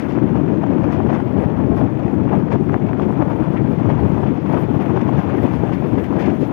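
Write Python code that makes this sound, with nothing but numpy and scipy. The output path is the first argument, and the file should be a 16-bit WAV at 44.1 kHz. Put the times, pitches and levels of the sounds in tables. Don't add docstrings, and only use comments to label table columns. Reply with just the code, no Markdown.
import sys
import numpy as np
from scipy import signal
from scipy.fft import rfft, irfft, next_fast_len
from scipy.io import wavfile
from scipy.ndimage import uniform_filter1d

SR = 44100
rng = np.random.default_rng(int(sys.argv[2]) if len(sys.argv) > 2 else 0)


def level_to_linear(level):
    exponent = np.asarray(level, float) / 20
    return 10 ** exponent


def wrap_up_sound(samples):
    columns = np.atleast_2d(samples).T
    tamed = np.clip(columns, -1, 1)
    steps = np.round(tamed * 32767).astype(np.int16)
    wavfile.write(sys.argv[1], SR, steps)


N = 287532

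# time_s, buffet_db, flutter_db
WIND = [(0.0, -28.5, -30), (0.15, -28.5, -23), (0.4, -22.5, -21), (0.56, -28, -22.5), (0.94, -25, -21.5),
        (1.09, -24.5, -21.5), (1.6, -24, -23), (2.2, -25.5, -24), (3.0, -25, -25), (3.52, -25, -25.5),
        (4.03, -21, -23.5), (4.47, -27, -26.5), (4.81, -24, -20), (5.63, -24.5, -27), (6.1, -26.5, -22.5),
        (6.52, -26, -21.5)]
# peak_s, rise_db, half_length_s (to 1/e of the rise, at least 0.005)
GUSTS = [(0.181, 8.5, 0.013), (0.235, 5, 0.03), (0.5, 1, 0.035), (0.76, 3, 0.1), (1.399, 4.5, 0.036),
         (1.837, 7.5, 0.053), (2.333, 3, 0.076), (2.549, 4.5, 0.028), (2.61, 3.5, 0.028),
         (2.757, 2.5, 0.019), (3.032, 4, 0.052), (3.215, 3.5, 0.022), (3.415, 8.5, 0.027), (3.714, 5, 0.05),
         (3.914, 2.5, 0.064), (4.043, 0.5, 0.014), (4.311, 4.5, 0.081), (4.56, 4.5, 0.073),
         (4.896, 0.5, 0.12), (5.188, 3.5, 0.019), (5.449, 6, 0.016), (5.986, 4.5, 0.099),
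         (6.431, 6.5, 0.0062)]
# deepest_s, rise_db (negative is a fall), half_length_s (as for gusts)
LULLS = [(0.147, -1.5, 0.035), (0.202, -7, 0.013), (1.458, -6.5, 0.0073), (2.581, -7.5, 0.011),
         (2.792, -3.5, 0.008), (4.726, -4.5, 0.014), (4.783, -6, 0.013), (4.847, -6, .012),
         (5.047, -6, 0.01), (5.753, 0, 0.013), (0.63, -4.5, 0.021), (1.249, -6.5, 0.054), (1.944, -5, 0.11),
         (2.652, -5, 0.014), (3.449, -7.5, 0.031), (3.756, -10.5, 0.02), (4.372, -5.5, 0.051),
         (4.695, -2, 0.037), (5.217, -7.5, 0.022), (6.048, -8.5, 0.047), (6.379, -8, 0.025),
         (6.465, -6.5, 0.036)]
# peak_s, envelope_peak_db, pitch_hz
SLAPS = [(0.181, -7, 259), (0.242, -19.5, 202), (0.325, -11.5, 210), (0.438, -13.5, 199),
         (1.139, -12.5, 204), (1.461, -6, 148), (1.654, -10, 222), (2.053, -6, 180), (2.262, -8, 211),
         (2.559, -14, 241), (2.61, -8, 255), (2.731, -14, 330), (2.763, -9.5, 220), (2.874, -14, 320),
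         (3.026, -12.5, 330), (3.106, -14, 340), (3.428, -11.5, 168.6), (3.712, -10.5, 190),
         (4.045, -11, 190), (4.311, -12, 215), (4.765, -10, 235), (5.024, -8, 232), (5.193, -10.5, 208),
         (5.442, -10, 230), (5.454, -8, 243.5), (5.636, -6.5, 306), (5.735, -9, 230), (5.996, -15.5, 261),
         (6.325, -11.5, 231), (6.432, -5.5, 243)]
# frequency_hz, level_db
BUFFET_COLOUR = [(20, -34.5), (45, -31), (72, -7), (103, -1.5), (140, 0), (200, -7.5), (300, -21)]
# frequency_hz, level_db
FLUTTER_COLOUR = [(120, -21.5), (200, -3), (246, -3), (300, 1), (380, -4.5), (470, -11), (700, -24),
                  (1500, -45)]
# frequency_hz, level_db
RUSH_COLOUR = [(1000, -9), (1500, -3), (2550, -3.5), (2750, -10), (3560, -9.5), (3660, -16), (5200, -25),
               (6800, -26), (7100, -34)]
# time_s, roar_db, grind_db, hiss_db
ROLL = [(0.03, -39, -48, -73), (0.6, -34.5, -46.5, -72), (0.96, -35.5, -45.5, -72.5),
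        (1.44, -33.5, -48, -71), (2.21, -36.5, -49, -73.5), (3.01, -36, -49.5, -73),
        (3.34, -31.5, -45.5, -70.5), (3.66, -36.5, -47, -72), (4.07, -31, -44.5, -68.5),
        (4.39, -35.5, -47, -73.5), (4.59, -35.5, -47.5, -68), (5.18, -31.5, -43.5, -70),
        (6.43, -39, -49.5, -69.5), (6.45, -32.5, -47, -68)]
# peak_s, rise_db, half_length_s (as for gusts)
ROUGH_SPOTS = [(0.02, 3, 0.14), (0.18, 1, 0.014), (0.37, 4.5, 0.055), (0.483, 1.5, 0.0074),
               (0.642, 4, 0.02), (0.846, 7.5, 0.021), (0.932, 5.5, 0.03), (1.118, 8.5, 0.053),
               (1.39, 3.5, 0.06), (1.605, 5, 0.019), (1.707, 0.5, 0.017), (1.814, 6, 0.039),
               (2.043, 3.5, 0.066), (2.336, 10, 0.039), (2.528, 7.5, 0.04), (2.741, 10, 0.014),
               (2.88, 4, 0.028), (3.005, 9.5, 0.021), (3.218, 7, 0.014), (3.308, 5.5, 0.012),
               (3.42, 2, .02), (3.57, 5, 0.025), (3.9, 1.5, 0.063), (4.25, 1, 0.043), (4.558, 7, 0.06),
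               (4.82, 5.5, 0.022), (4.9, 7.5, 0.019), (4.971, 9.5, 0.011), (5.092, 2.5, 0.0099),
               (5.18, 3, .02), (5.3, 1.5, 0.064), (5.45, 0, 0.032), (5.639, 2.5, 0.014), (5.984, 9, 0.013),
               (6.23, 9, 0.093)]
# frequency_hz, level_db
ROAR_COLOUR = [(250, -2.5), (450, -1.5), (600, 4), (950, -1), (1300, -16.5), (2000, -32.5)]
# frequency_hz, level_db
GRIND_COLOUR = [(800, -9.5), (1300, -1), (2500, -7.5), (3560, -18.5), (3660, -24), (6800, -33)]
# frequency_hz, level_db
HISS_COLOUR = [(4000, -8), (7200, -5), (9500, -5), (10500, -1), (11500, -6), (11800, 0), (14500, -3),
               (15500, 2)]
# start_s, middle_db, treble_db (both 1.8 dB above the envelope's
# crest), length_s (time scale of the envelope, at least 0.005)
JOINTS = [(-0.025, -42.5, -57, 0.039), (0.08, -48, -58.5, 0.05), (0.918, -40.5, -54, 0.013),
          (0.942, -50, -64, .012), (1.095, -44.5, -68, .03), (1.129, -41, -57, 0.013),
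          (1.15, -42.5, -72, 0.035), (1.367, -46, -68, 0.059), (1.754, -48, -60.5, .03),
          (2.28, -45, -75, 0.02), (2.324, -44, -71.5, 0.022), (2.509, -37, -54, 0.024),
          (2.716, -43.5, -66.5, 0.016), (2.752, -45, -72, .008), (2.772, -49, -70, .006),
          (2.816, -43, -71.5, 0.011), (2.861, -45, -76, 0.01), (2.884, -41, -72, 0.0076),
          (3.012, -40.5, -60, 0.022), (3.559, -37.5, -69, 0.02), (3.887, -38.5, -69, 0.023),
          (4.26, -39.5, -67.5, 0.023), (4.508, -46, -63, 0.034), (4.46, -44.5, -68, 0.016),
          (4.63, -44, -69, 0.013), (5.362, -42.5, -66, 0.023), (4.569, -43.5, -68, .02),
          (4.735, -46, -68.5, 0.017), (4.801, -39, -62.5, 0.022), (4.891, -46.5, -70.5, 0.013),
          (4.969, -47, -66, 0.018), (5.008, -39, -56.5, .011), (5.17, -40.5, -59.5, 0.026),
          (5.289, -48, -70, .02), (5.41, -41.5, -61, 0.055), (5.525, -45, -58, 0.032),
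          (5.719, -39, -58, .025), (5.971, -39, -63.5, 0.021), (6.032, -39, -59.5, 0.018),
          (6.185, -35, -53, 0.038), (6.25, -38.5, -60, 0.025), (6.297, -45, -64, 0.015),
          (6.402, -42.5, -57, 0.03)]
# frequency_hz, level_db
CLATTER_COLOUR = [(700, -10.5), (1200, -0.5), (2000, 3.5), (2600, -3), (3560, -14), (3700, -27)]
# frequency_hz, level_db
RATTLE_COLOUR = [(3000, -5), (3800, -1), (5000, -1), (6800, -9), (7200, -14.5), (11000, -25.5)]
# peak_s, envelope_peak_db, pitch_hz
KNOCKS = [(0.1686, -23, 1100), (0.176, -17, 696), (0.187, -21, 1310), (0.2246, -24.5, 900),
          (0.357, -17, 690), (0.4796, -24, 1100), (0.6394, -19.5, 990), (0.836, -20.5, 670),
          (0.89, -25, 696), (0.928, -25.5, 1110), (1.063, -18, 900), (1.16, -21, 800), (1.43, -18.5, 845),
          (1.604, -22, 840), (1.004, -14.5, 763), (1.104, -16, 947), (1.748, -22, 764), (1.876, -25, 1190),
          (2.28, -19, 720), (2.322, -16.5, 650), (2.336, -16.5, 970), (2.437, -29, 1200), (2.518, -14, 636),
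          (2.6963, -19.5, 1280), (2.731, -21, 853), (2.7436, -12, 1230), (2.762, -19, 900),
          (2.779, -27, 1000), (2.9326, -19.5, 1390), (2.998, -13, 900), (3.106, -18, 800),
          (3.126, -22, 1120), (3.225, -19, 900), (3.424, -22, 1090), (3.57, -22, 1500), (3.801, -19, 673),
          (4.234, -17, 806), (4.554, -20, 830), (4.626, -23, 800), (4.793, -22, 900), (4.81, -24, 1400),
          (4.868, -22, 1070), (4.896, -16, 910), (4.975, -14.5, 900), (5.007, -20.5, 1100),
          (5.02, -25.5, 1000), (5.093, -13, 760), (5.148, -26, 930), (5.19, -20.5, 1000),
          (5.278, -20.5, 910), (5.298, -19, 1010), (5.637, -12, 615), (5.695, -18.5, 690),
          (5.806, -27.5, 1100), (5.985, -20.5, 1000), (6.127, -20.5, 1000)]
# frequency_hz, level_db
RIGHT_HISS_COLOUR = [(45, -14), (100, -1), (300, -10), (1000, -19), (3000, -19), (4700, -24), (4900, -28),
                     (6800, -28), (7200, -35), (11500, -40), (11800, -30), (15500, -32)]

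BUFFET_SHARE, FLUTTER_SHARE = 0.6, 0.94
LUMP_DB, LUMP_RATE_HZ = 0.5, 28
RUSH_DB, RUSH_RISE_DB_PER_S = -55.5, 1
ROAR_SHARE = 0.33
GRIND_SHARE, HISS_SHARE = 0.6, 0.14
HISS_JOLT_DB = -53
FAINT_KNOCKS_DB, FAINT_KNOCKS_HZ = -27, 930
KNOCK_CYCLES, SLAP_CYCLES = 0.7, 0.6
LEAK_DB, RIGHT_HISS_DB = -38.7, -67


def rms_one(x):
    return x / np.sqrt(np.mean(x ** 2) + 1e-20)


def in_time(rows):
    s, *columns = np.transpose(rows)
    return [np.interp(np.arange(N) / SR, s, column) for column in columns]


def drift(rate_hz):
    pole = np.exp(-2 * np.pi * rate_hz * 40 / SR)
    noise = rng.standard_normal(N // 40 + 2002)
    slow = signal.lfilter([1], [1, -2 * pole, pole * pole], noise)[2000:]
    return np.interp(np.arange(N) / 40, np.arange(len(slow)), rms_one(slow))


def swell(events):
    t = np.arange(0, N, 40) / SR
    rise_db = sum(db * np.exp(-((t - s) / max(half, 0.005)) ** 2) for s, db, half in events)
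    return np.interp(np.arange(N) / SR, t, rise_db)


def coloured(x, spectrum, patchy_db, patch_rate, octaves=0.51):
    size = next_fast_len(N)
    octave = np.log2(np.maximum(np.arange(size // 2 + 1) * SR / size, 1))
    hz, db = np.transpose(spectrum)
    gain_db = np.interp(octave, np.log2(hz), db, left=-90, right=-90)
    shaped = rfft(x, size) * level_to_linear(gain_db)
    total = np.zeros(N)
    for centre in np.arange(np.log2(hz[0]), np.log2(hz[-1]) + octaves, octaves):
        weight = np.maximum(1 - abs(octave - centre) / octaves, 0)
        band = irfft(shaped * weight, size)[:N]
        total += level_to_linear(patchy_db * drift(patch_rate)) * band
    return rms_one(total)


def grains(per_s, spread_db):
    sizes_db = spread_db * np.minimum(rng.exponential(1, N), 5)
    clicks = level_to_linear(sizes_db) * rng.choice([-1, 1], N)
    return rms_one(clicks * (rng.random(N) < per_s / SR))


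def pulses(events, cycles):
    margin = SR // 50
    t = np.arange(-margin, margin) / SR
    out = np.zeros(N + SR)
    for (s, peak_db, hz), turn in zip(events, rng.random(len(events))):
        at = round(s * SR)
        age = np.maximum(1 + hz * t / cycles, 0)
        envelope = (age * np.exp(1 - age)) ** 3
        out[at:at + len(t)] += level_to_linear(peak_db) * envelope * np.sin(2 * np.pi * (hz * t + turn))
    return out[margin:margin + N]


def air_rush():
    from_middle_s = (np.arange(N) - N / 2) / SR
    noise = rng.standard_normal(N)
    rush = coloured(noise, RUSH_COLOUR, patchy_db=0.0, patch_rate=2.4, octaves=0.72)
    return level_to_linear(RUSH_DB + RUSH_RISE_DB_PER_S * from_middle_s) * rush


def wind(gust_db):
    buffet_db, flutter_db = in_time(WIND)
    buffet_db = buffet_db + BUFFET_SHARE * gust_db + LUMP_DB * drift(LUMP_RATE_HZ)
    flutter_db = flutter_db + FLUTTER_SHARE * gust_db + LUMP_DB * drift(LUMP_RATE_HZ)
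    lumpy = rng.standard_normal(N) * level_to_linear(0.8 * drift(24.0))
    eddies = lumpy + 0.5 * grains(per_s=300, spread_db=2.5)
    buffet = level_to_linear(buffet_db) * coloured(eddies, BUFFET_COLOUR, patchy_db=1.0, patch_rate=3.0)
    flutter = level_to_linear(flutter_db) * coloured(eddies, FLUTTER_COLOUR, patchy_db=1.06, patch_rate=23.0)
    return buffet + flutter + pulses(SLAPS, SLAP_CYCLES) + air_rush()


def rolling(gust_db, jolt_db):
    roar_db, grind_db, hiss_db = in_time(ROLL)
    tremble_db = swell(ROUGH_SPOTS) + ROAR_SHARE * gust_db + 2.0 * drift(38.0)
    grind_db = grind_db + GRIND_SHARE * tremble_db
    hiss_db = hiss_db + HISS_SHARE * tremble_db + jolt_db + 1.1 * drift(7.0) + 1.3 * drift(35.0)
    grit = rng.standard_normal(N) + 0.85 * grains(per_s=700, spread_db=2.2)
    roar = coloured(grit, ROAR_COLOUR, patchy_db=1.5, patch_rate=54.0)
    grind = coloured(grit, GRIND_COLOUR, patchy_db=1.6, patch_rate=35.0)
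    noise = rng.standard_normal(N)
    hiss = coloured(noise, HISS_COLOUR, patchy_db=3.0, patch_rate=15.0, octaves=1 / 6)
    return level_to_linear(roar_db + tremble_db) * roar + level_to_linear(grind_db) * grind + level_to_linear(hiss_db) * hiss


def joints():
    t = np.arange(N) / SR
    middle, treble = np.zeros(N), np.zeros(N)
    for s, middle_db, treble_db, length in JOINTS:
        age = np.maximum(t - s, 0) / max(length, 0.005)
        envelope = np.e * age * np.exp(-age - 0.3 * age ** 2)
        middle += level_to_linear(middle_db) * envelope
        treble += level_to_linear(treble_db) * envelope
    grit = rng.standard_normal(N) + 0.55 * grains(per_s=700, spread_db=2.5)
    clatter = coloured(grit, CLATTER_COLOUR, patchy_db=1.2, patch_rate=40.0, octaves=1)
    rattle = coloured(grit, RATTLE_COLOUR, patchy_db=1.0, patch_rate=40.0, octaves=1)
    jolt_db = 20 * np.log10(1 + treble / level_to_linear(HISS_JOLT_DB))
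    return middle * clatter + treble * rattle, jolt_db


def knocks():
    faint = []
    for when, soft, high in rng.random(size=(40, 3)):
        pitch_hz = FAINT_KNOCKS_HZ * 2 ** (0.87 * (high - 0.5))
        faint.append((when * N / SR, FAINT_KNOCKS_DB - 4.3 * soft, pitch_hz))
    return pulses([*KNOCKS, *faint], KNOCK_CYCLES)


def scene():
    gust_db = swell([*GUSTS, *LULLS]) + 1.57 * drift(22.0)
    clatter, jolt_db = joints()
    mean = wind(gust_db) + rolling(gust_db, jolt_db) + clatter + knocks()
    left = 2 * mean
    return np.array([left, np.zeros(N)])


def band_limit(x):
    return signal.sosfilt(signal.butter(12, 15525, fs=SR, output="sos"), x)


def record(dry):
    bass_cut = signal.butter(2, 45, "high", fs=SR, output="sos")
    left = signal.sosfilt(bass_cut, dry[0])
    left = 0.95 * np.tanh(left / 0.95)
    load = uniform_filter1d(abs(left), size=4410)
    noise = rng.standard_normal(N)
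    hiss = coloured(noise, RIGHT_HISS_COLOUR, patchy_db=-1.5, patch_rate=7.0, octaves=0.9)
    hiss = level_to_linear(RIGHT_HISS_DB) * (load / load.mean()) ** 0.25 * hiss
    leak = level_to_linear(LEAK_DB + 1.3 * drift(1.5)) * left
    return band_limit(np.array([left, leak + hiss]))


dry = scene()
out = record(dry)
wrap_up_sound(out)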